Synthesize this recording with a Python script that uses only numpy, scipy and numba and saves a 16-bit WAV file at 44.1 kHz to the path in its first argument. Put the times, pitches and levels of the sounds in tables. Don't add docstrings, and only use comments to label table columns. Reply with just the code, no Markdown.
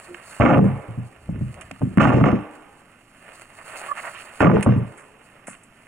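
import sys
import numpy as np
from scipy import signal
from scipy.fft import rfft, irfft, next_fast_len
from scipy.io import wavfile
from scipy.ndimage import uniform_filter1d, minimum_filter1d
from numba import njit

SR = 44100
rng = np.random.default_rng(int(sys.argv[2]) if len(sys.argv) > 2 else 0)


def to_wav(s):
    ch = np.atleast_2d(s).T
    pcm = np.round(np.clip(ch, -1, 1) * 32767)
    wavfile.write(sys.argv[1], SR, pcm.astype(np.int16))


N = 258867
T = np.arange(N) / SR
SIZE = next_fast_len(N + 4096)
BINS = np.arange(SIZE // 2 + 1) * SR / SIZE

# frequency in Hz, relative density in dB per Hz.
AIR_SPECTRUM = [(25, 22.5), (60, 4.5), (250, 6), (800, -16.5), (3000, -7.5), (9000, -27.5), (12500, -9),
                (16000, -31)]
# time in seconds, middle level in dB.
RUMBLE_LEVELS = [(0.0, -51.5), (1.1, -65), (1.3, -36.5), (1.93, -47), (2.1, -86), (5.87, -86)]
# time in seconds, hiss level in dB.
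RUSTLE_LEVELS = [(0.0, -44.5), (0.174, -47.5), (0.39, -40), (0.42, -48), (1.2, -58.5), (1.59, -51),
                 (1.93, -54), (3.1, -58.5), (3.25, -49.5), (3.28, -45.5), (3.41, -46), (3.46, -51.5),
                 (3.63, -47.5), (3.655, -41.5), (3.72, -38.5), (3.76, -36), (3.88, -36), (3.93, -44),
                 (4.07, -37.5), (4.13, -42.5), (4.2, -41.5), (4.39, -43), (4.45, -47), (5.1, -58),
                 (5.36, -52.5), (5.45, -57.5), (5.87, -56.5)]
# start in seconds, length in
# seconds, pitch in Hz, level in dB.
ROUGH_TONES = [(0.083, 0.1, 354.4, -39.5), (3.883, 0.038, 1150, -32), (3.911, 0.021, 1150, -23)]
# start in seconds, body level in dB, hiss level in dB,
# t60 in seconds, centre of the body in Hz.
TWIG_SNAPS = [(0.145, -27, -56.5, 0.014, 1580), (1.542, -39.5, -40.5, 0.022, 2380),
              (1.61, -38, -39.5, 0.078, 2020), (1.713, -31.5, -36.5, 0.012, 2480),
              (1.973, -23, -38, 0.015, 1200), (2.002, -16.5, -33, 0.41, 1930),
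              (3.412, -40.5, -41.5, 0.03, 1520), (4.399, -25, -39.5, 0.22, 1820),
              (4.626, -27, -26, 0.065, 2360), (4.968, -46.5, -49.5, 0.36, 1380),
              (5.468, -38, -34, 0.23, 1465), (5.634, -61, -44, 0.066, 900)]
# start in seconds, boom of the bed in dB, knock of the wood in dB,
# boom pitch in Hz, knock pitch in Hz.
LOG_BLOWS = [(0.399, -2.5, -13.5, 119.2, 607), (0.42, -10.5, 0, 213.5, 2380),
             (0.461, -5.5, -1.5, 260, 1600), (0.509, -3.5, -14, 304, 1220), (0.527, -6.5, -21, 251, 1940),
             (0.546, -15, -10, 112.5, 2280), (0.572, -9.5, -12.5, 114.4, 1295),
             (0.589, 1.5, -4, 193.7, 655), (0.645, -15, -31, 115, 880), (0.695, -14.5, -33, 103.2, 690),
             (0.884, -26.5, -55, 113.7, 603), (0.974, -19.5, -56, 120.3, 600),
             (1.29, -20.5, -35.5, 172.4, 480), (1.409, -17, -36.5, 126, 475), (1.71, -34, -31, 265, 1100),
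             (1.817, -9, -25.5, 164.4, 510), (1.973, 1, -19.5, 206, 583), (1.983, -13.5, -9.5, 172.5, 1860),
             (2.006, -10, -5, 159.8, 2400), (2.017, -4, -8, 142.3, 990), (2.053, 2, 3.5, 267.7, 1230),
             (2.072, -1.5, -4.5, 152.3, 810), (2.103, -4, -2.5, 295.7, 1120),
             (2.137, -3.5, -17, 121.1, 592), (2.211, -4, -16.5, 151.6, 665), (2.24, -18, -8.5, 176, 1580),
             (2.267, -8.5, -17.5, 287, 2300), (2.328, -8, -19.5, 238.7, 1360),
             (4.405, -13, -6.5, 293, 1166), (4.446, -0.5, -12, 172, 1560), (4.469, 3, -5, 146, 1750),
             (4.498, -7, -2.5, 153.4, 863), (4.515, -11, -9.5, 274, 1720), (4.567, -15.5, -12, 203, 1040),
             (4.663, -11, -13, 115.5, 586), (4.671, -3.5, -18.5, 245, 980), (4.69, -9.5, -19.5, 146.5, 780),
             (4.761, -10, -49, 118.4, 605), (4.815, -24, -40.5, 129.6, 594),
             (5.482, -35.5, -32.5, 234, 665)]
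# frequency in Hz, level in dB, free t60 in seconds.
BED_MODES = [(53.9, -12.5, 0.64), (91.3, -10, 0.42), (120.3, -3, 0.38), (145.2, -4, 0.28),
             (172.3, 0.5, 0.19), (197.5, -1, 0.31), (237.3, -1.5, 0.17), (273.7, 2.5, 0.15),
             (303, 2.5, 0.1), (347, 0.5, 0.065), (411, -9.5, 0.11)]
# frequency in Hz, level in dB, free t60 in seconds.
WOOD_MODES = [(436.7, 2, 0.031), (484, 4, 0.026), (550, 5.5, 0.022), (634, -1.5, 0.045), (720, 1.5, 0.031),
              (824, 1.5, 0.037), (989, -0.5, 0.044), (1164, 4, 0.029), (1415, 1, 0.028),
              (1621, -9.5, 0.019), (1695, -4, 0.013), (1865, -0.5, 0.0091), (2200, 0.5, 0.013),
              (2880, 9.5, 0.0018)]
# frequency in Hz, level in dB, t60 in seconds.
RAIL_MODES = [(304, -32, 0.7)]
# start in seconds, length in seconds, relative boom in dB,
# knock over boom in dB, lively part in seconds.
LOG_TUMBLES = [(0.403, 0.23, -9, 1, 0.14), (1.289, 0.23, -38.5, -17.5, .02),
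               (1.805, 0.11, -26.5, -17.5, 0.015), (1.993, 0.28, -11, 4, 0.073),
               (2.24, 0.11, -24.5, 5, 0.028), (4.403, 0.16, -9.5, 1.35, 0.071),
               (4.653, 0.15, -26.5, 0, 0.018)]
# start in seconds, length in seconds, level in dB, centre in Hz.
GLOVE_SCUFFS = [(1.527, 0.12, -47.5, 547), (3.574, 0.06, -47, 1160), (3.958, 0.051, -35, 1320),
                (4.031, 0.072, -34.5, 1080), (4.133, 0.1, -42, 1930), (5.525, 0.041, -50.5, 1740)]
# frequency in Hz, lead of the left in radians.
LOGS_LEAD = [(40, .4), (250, .5), (1100, .15), (1700, 0)]
# frequency in Hz, gain in dB.
CASING_GAIN = [(20, -16.5), (100, 2), (2800, 1), (3150, -6), (3520, -12), (5700, -2.5), (7400, 5.5),
               (9200, 5.5), (10600, 0), (11400, -13), (13200, -15), (14900, -17), (17000, -9)]
# frequency in Hz, left minus right in dB, lead of the left in radians.
PORT_DIFFERENCE = [(60, 0, 0), (250, -.3, .15), (520, -2.5, .35), (1100, -2.4, .05), (1700, -4.5, -.08),
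                   (2560, -11, -.65), (3150, -14, -1.4), (3900, -6, -3.5), (5900, 0, -5.35),
                   (12000, 0, -6.28)]

AIR_DB, AIR_ALIKE = -51.5, 0.98
RISE_SHARE = 0.026
JOLT_DB, JOLT_T60_S = -8.5, 0.43

RUSTLE_RATE, RUSTLE_SCATTER_DB, RUSTLE_HZ = 1800, 2.5, 1250
FLUTTER_DB, SWELL_DB = 1.3, 1.2
CRISP_HZ, CRISP_DB = 3700, 5
RUSTLE_USUAL_DB, BRIGHTEN = -58.5, 0.17
GRIT_DB, GRIT_BODY_DB, GRIT_FADE_DB_S = -35, 16.5, 85

SPOT_OCT, KNOCK_OCT = 1, 0.93
LEAD_DB, KNOCK_LEAD_DB = 5.5, 1
SHIFT_MAX = 0.12
REST_S, REST_DB_S = 0.1, 596
THUD_CONTACT_S = 0.0028
BED_CONTACT_S, WOOD_CONTACT_S = 0.0012, 0.00031
RAIL_S = 2.36

TUMBLE_RATE, TUMBLE_SCATTER_DB, TUMBLE_DB = 700, 2.3, -1
TUMBLE_RISE_S, TUMBLE_SAG_DB_S = 0.0062, 48
SETTLE_DB_S = 197
SOFTEN_DB_S = 56
ROLL_DAMP = 0.49
BED_LIFT = 1.13
HARD_DB = 0.27
DULL_PER_DB = 3
TICK_DB = -35.5

CLUTTER_DB, CLUTTER_T60_S = -9.5, 0.026
TRUNKS_DB, TRUNKS_T60_S, TRUNKS_ALIKE = -26, 1.316, 0.75
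TRUNKS_LOW_HZ, TRUNKS_HIGH_HZ = 475, 2980

LIMIT_DB, LIMIT_RATIO, RELEASE_S, AHEAD_S = -4.5, 9, 0.02, 0.002
TOP_HZ = 15850


def undb(db):
    return 10 ** (np.asarray(db) / 20)


def unit(x):
    return x / np.sqrt(np.mean(x ** 2))


def along(table, hz):
    f, v = np.transpose(table)
    return np.interp(np.log(np.maximum(hz, 1)), np.log(f), v)


def band(x, lo_hz, hi_hz):
    edges = [lo_hz, min(hi_hz, SR / 2.1)]
    return signal.sosfilt(signal.butter(2, edges, "band", fs=SR, output="sos"), x)


def walk(rate):
    k = int(SR / rate)
    steps = np.repeat(rng.standard_normal(N // k + 1), k)
    return unit(uniform_filter1d(steps, k)[:N])


def burst(s, db, t60):
    out = np.zeros(N)
    for start, gain, decay in zip(s, undb(db), np.broadcast_to(t60, len(s))):
        i = int(start * SR)
        n = min(int(decay * SR), N - i)
        age = np.arange(n) / (decay * SR)
        out[i:i + n] += gain * np.minimum(age / RISE_SHARE, 1) * np.exp(-np.log(1000) * age)
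    return out


def grains(rate, scatter_db):
    hit = rng.random(N) < rate / SR
    return unit(hit * rng.standard_normal(N) * undb(scatter_db * rng.exponential(size=N)))


def heard(x, hz):
    return unit(x) / undb(along(CASING_GAIN, hz))


def alike(share, size):
    share = np.clip(share, 0, 1)
    both, left, right = rng.standard_normal((3, size))
    return np.sqrt(share) * both + np.sqrt(1 - share) * np.array([left, right])


def pair(x, hz, db, rad):
    half = undb(along(np.c_[hz, db], BINS) / 2) * np.exp(0.5j * along(np.c_[hz, rad], BINS))
    return irfft(x * np.array([half, 1 / half]), SIZE)[:, :N]


def soften(x, contact_s):
    push = np.hanning(int(contact_s * SR) + 3)
    return signal.lfilter(push / push.sum(), [1], x)


def ring(modes, s, gain, share, contact_s):
    out, at = np.zeros(N), np.minimum((s * SR).astype(int), N - 1)
    for k, (hz, db, t60) in enumerate(modes):
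        pole = np.exp(2j * np.pi * hz / SR - np.log(1000) / (t60 * SR))
        push = np.bincount(at, gain * share[:, k], N)
        out += undb(db) * signal.lfilter([1], [1, -pole], push).imag
    return soften(out, contact_s)


def air():
    size = next_fast_len(N)
    hz = np.arange(size // 2 + 1) * SR / size
    hush = irfft(rfft(alike(AIR_ALIKE, size)) * undb(along(AIR_SPECTRUM, hz)), size)[:, :N]
    return unit(hush) * undb(AIR_DB + 0.29 * walk(1.1))


def rumble():
    s, db = np.transpose(RUMBLE_LEVELS)
    start, _, boom_db = np.transpose(LOG_TUMBLES)[:3]
    gusts = undb(np.interp(T, s, db) + 7.1 * walk(6.9))
    jolts = burst(start, boom_db + JOLT_DB, JOLT_T60_S)
    return unit(band(rng.standard_normal(N), 19, 96)) * (gusts + jolts)


def rustle():
    move_db = np.interp(T, *np.transpose(RUSTLE_LEVELS))
    start, _, boom_db, knock_db, _ = np.transpose(LOG_TUMBLES)
    grit = burst(start, boom_db + knock_db + GRIT_DB, 60 / GRIT_FADE_DB_S)
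    crackle = grains(RUSTLE_RATE, RUSTLE_SCATTER_DB) + 1.04 * rng.standard_normal(N)
    crisp = crackle + undb(CRISP_DB) * band(crackle, CRISP_HZ / 1.01, CRISP_HZ * 1.34)
    hiss = heard(band(crisp, 3300, 20000), 8500)
    hiss *= undb(FLUTTER_DB * walk(60) + SWELL_DB * walk(22))
    body = unit(band(crackle, RUSTLE_HZ / 3.08, RUSTLE_HZ * 1.815)) * undb(FLUTTER_DB * walk(35))
    body_db = move_db - BRIGHTEN * (move_db - RUSTLE_USUAL_DB)
    return (undb(move_db) + grit) * hiss + (undb(body_db) + undb(GRIT_BODY_DB) * grit) * body


def squeaks():
    out, waver = np.zeros(N), 1 + 0.01 * walk(200)
    rough = undb(3.5 * walk(300))
    for s, length, hz, db in ROUGH_TONES:
        swell = np.sin(np.pi * np.sqrt(np.clip((T - s) / length, 0, 1)))
        turn = np.pi * np.cumsum(hz * waver) / SR
        tone = np.sin(2 * turn) + 0.12 * np.sin(turn) + 0.16 * np.sin(3 * turn)
        out += undb(db) * swell * rough * tone
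    return out


def snaps():
    s, body_db, hiss_db, t60, hz = np.transpose(TWIG_SNAPS)
    crackle = grains(4000, 1.7)
    body = np.zeros(N)
    for start, db, decay, centre in zip(s, body_db, t60, hz):
        body += burst([start], [db], decay) * unit(band(crackle, centre / 1.5, centre * 1.5))
    return body + burst(s, hiss_db, t60) * heard(band(crackle, 7400, 11200), 8500)


def near_pitch(modes, hz, octaves):
    spot = np.exp(-(np.log2(np.array(modes)[:, 0] / hz[:, None]) / octaves) ** 2 / 2)
    return spot / np.sqrt(np.sum(spot ** 2, axis=1, keepdims=True))


def strike(modes, s, blow_db, pitch_hz, octaves, contact_s, lead_db):
    hz, db, t60 = np.transpose(modes)
    chance = rng.standard_normal((len(s), 2, len(hz)))
    size = near_pitch(modes, pitch_hz, octaves) * np.sign(chance[:, 0])
    size = size * undb(blow_db[:, None] + db + 2 * chance[:, 1])
    age = T[:SR // 2, None]
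    fade = 1000.0 ** (-age / t60) * undb(-REST_DB_S * np.maximum(age - REST_S, 0))
    out = np.zeros(N + len(age))
    for start, pitch, gain in zip((s * SR).astype(int), pitch_hz, size):
        lead = np.argmin(np.abs(np.log(hz / pitch)))
        lead_gain = undb(lead_db * (hz == hz[lead]))
        shift = np.clip(pitch / hz[lead], 1 - SHIFT_MAX, 1 + SHIFT_MAX)
        tone = np.sin(2 * np.pi * hz * shift * age)
        out[start:start + len(age)] += (fade * tone) @ (gain * lead_gain)
    return soften(out[:N], contact_s)


def blows():
    s, boom_db, knock_db, boom_hz, knock_hz = np.transpose(LOG_BLOWS)
    rail = ring(RAIL_MODES, np.array([RAIL_S]), np.ones(1), np.ones((1, len(RAIL_MODES))), BED_CONTACT_S)
    boom = strike(BED_MODES, s, boom_db, boom_hz, SPOT_OCT, THUD_CONTACT_S, LEAD_DB)
    knock = strike(WOOD_MODES, s, knock_db, knock_hz, KNOCK_OCT, WOOD_CONTACT_S, KNOCK_LEAD_DB)
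    return boom + knock + rail


def dull(knock_db):
    hz = np.array(WOOD_MODES)[:, 0]
    tilt = (hz / hz[0]) ** (DULL_PER_DB * np.minimum(knock_db - HARD_DB, 0)[:, None])
    return tilt / np.sqrt(np.mean(tilt ** 2, axis=1, keepdims=True))


def tumbling():
    s = np.flatnonzero(rng.random(N) < TUMBLE_RATE / SR) / SR
    size = unit(undb(TUMBLE_SCATTER_DB * rng.exponential(size=len(s))))
    boom, knock = np.zeros(len(s)), np.zeros(len(s))
    for start, length, boom_db, knock_db, lively in LOG_TUMBLES:
        age = np.maximum(s - start, 0)
        db = boom_db - TUMBLE_SAG_DB_S * age - SETTLE_DB_S * np.maximum(age - length, 0)
        gain = np.minimum(age / TUMBLE_RISE_S, 1) * undb(db)
        boom += gain
        knock += gain * undb(knock_db - SOFTEN_DB_S * np.maximum(age - lively, 0))
    tilt = dull(20 * np.log10((knock + 1e-9) / (boom + 1e-9)))
    bed = np.array(BED_MODES) * [1, 1, ROLL_DAMP]
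    hz = bed[:, 0]
    lift = (hz / np.median(hz)) ** (BED_LIFT * np.minimum(knock / (boom + 1e-9), 1)[:, None])
    out = np.zeros(N)
    for modes, gain, reach, contact_s in ((bed, boom, lift, BED_CONTACT_S),
                                          (WOOD_MODES, knock, tilt, WOOD_CONTACT_S)):
        power = sum(undb(2 * db) * t60 for _, db, t60 in modes) * TUMBLE_RATE / (4 * np.log(1000))
        share = reach * rng.standard_normal((len(s), len(modes)))
        out += ring(modes, s, gain * size / np.sqrt(power), share, contact_s)
    tick = np.bincount((s * SR).astype(int), knock * size * rng.standard_normal(len(s)), N)
    tick = tick * np.sqrt(SR / TUMBLE_RATE)
    return undb(TUMBLE_DB) * (out + undb(TICK_DB) * band(tick, 3700, 7500))


def scuffs():
    out, grit = np.zeros(N), grains(2500, 0.32)
    for s, length, db, hz in GLOVE_SCUFFS:
        swell = np.sqrt(np.abs(np.sin(np.pi * np.clip((T - s) / length, 0, 1)))) * (T < s + length)
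        rub = band(band(grit, hz / 2, hz * 2), hz / 2, hz * 2)
        out += undb(db) * swell * unit(rub)
    return out


def scatter(x, echo, db):
    echo = echo / np.sqrt(np.sum(echo ** 2) / 2)
    return undb(db) * signal.fftconvolve(x[None], echo, axes=1)[:, :N]


def clutter(x):
    t = np.arange(int(0.06 * SR)) / SR
    echo = alike(0, len(t)) * 1000.0 ** (-t / CLUTTER_T60_S)
    return scatter(x, band(echo, 348, 9000), CLUTTER_DB)


def trunks(x):
    t = np.arange(int(1.5 * SR)) / SR
    echo = alike(TRUNKS_ALIKE, len(t)) * 1000.0 ** (-t / TRUNKS_T60_S)
    echo = echo * (1 - np.exp(-t / 0.0028))
    return scatter(x, band(echo, TRUNKS_LOW_HZ, TRUNKS_HIGH_HZ), TRUNKS_DB)


def scene():
    logs = blows() + tumbling()
    hz, rad = np.transpose(LOGS_LEAD)
    near = pair(rfft(logs, SIZE), hz, 0 * hz, rad)
    hands = rustle() + snaps() + scuffs() + squeaks()
    return near + hands + clutter(logs + hands) + rumble() + trunks(logs) + air()


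@njit
def follow(x, attack, release):
    y, e = np.empty(len(x)), 0.0
    for i in range(len(x)):
        e += (x[i] - e) * (attack if x[i] > e else release)
        y[i] = e
    return y


def record(dry):
    cep = irfft(np.log(undb(along(CASING_GAIN, np.arange(1025) * SR / 2048))))
    cep[1:1024] *= 2
    cep[1025:] = 0
    casing = rfft(irfft(np.exp(rfft(cep))), SIZE)
    x = pair(rfft(dry, SIZE) * casing, *np.transpose(PORT_DIFFERENCE))
    window = 2 * int(AHEAD_S * SR) + 1
    peak = -minimum_filter1d(-np.abs(x).max(axis=0), window)
    loud = uniform_filter1d(follow(peak, 0.52, 1 / (RELEASE_S * SR)), window)
    x = x * np.minimum(undb(LIMIT_DB) / (loud + 1e-9), 1) ** (1 - 1 / LIMIT_RATIO)
    return signal.sosfilt(signal.ellip(10, 0.2, 80, TOP_HZ, fs=SR, output="sos"), x)


dry = scene()
out = record(dry)
to_wav(out)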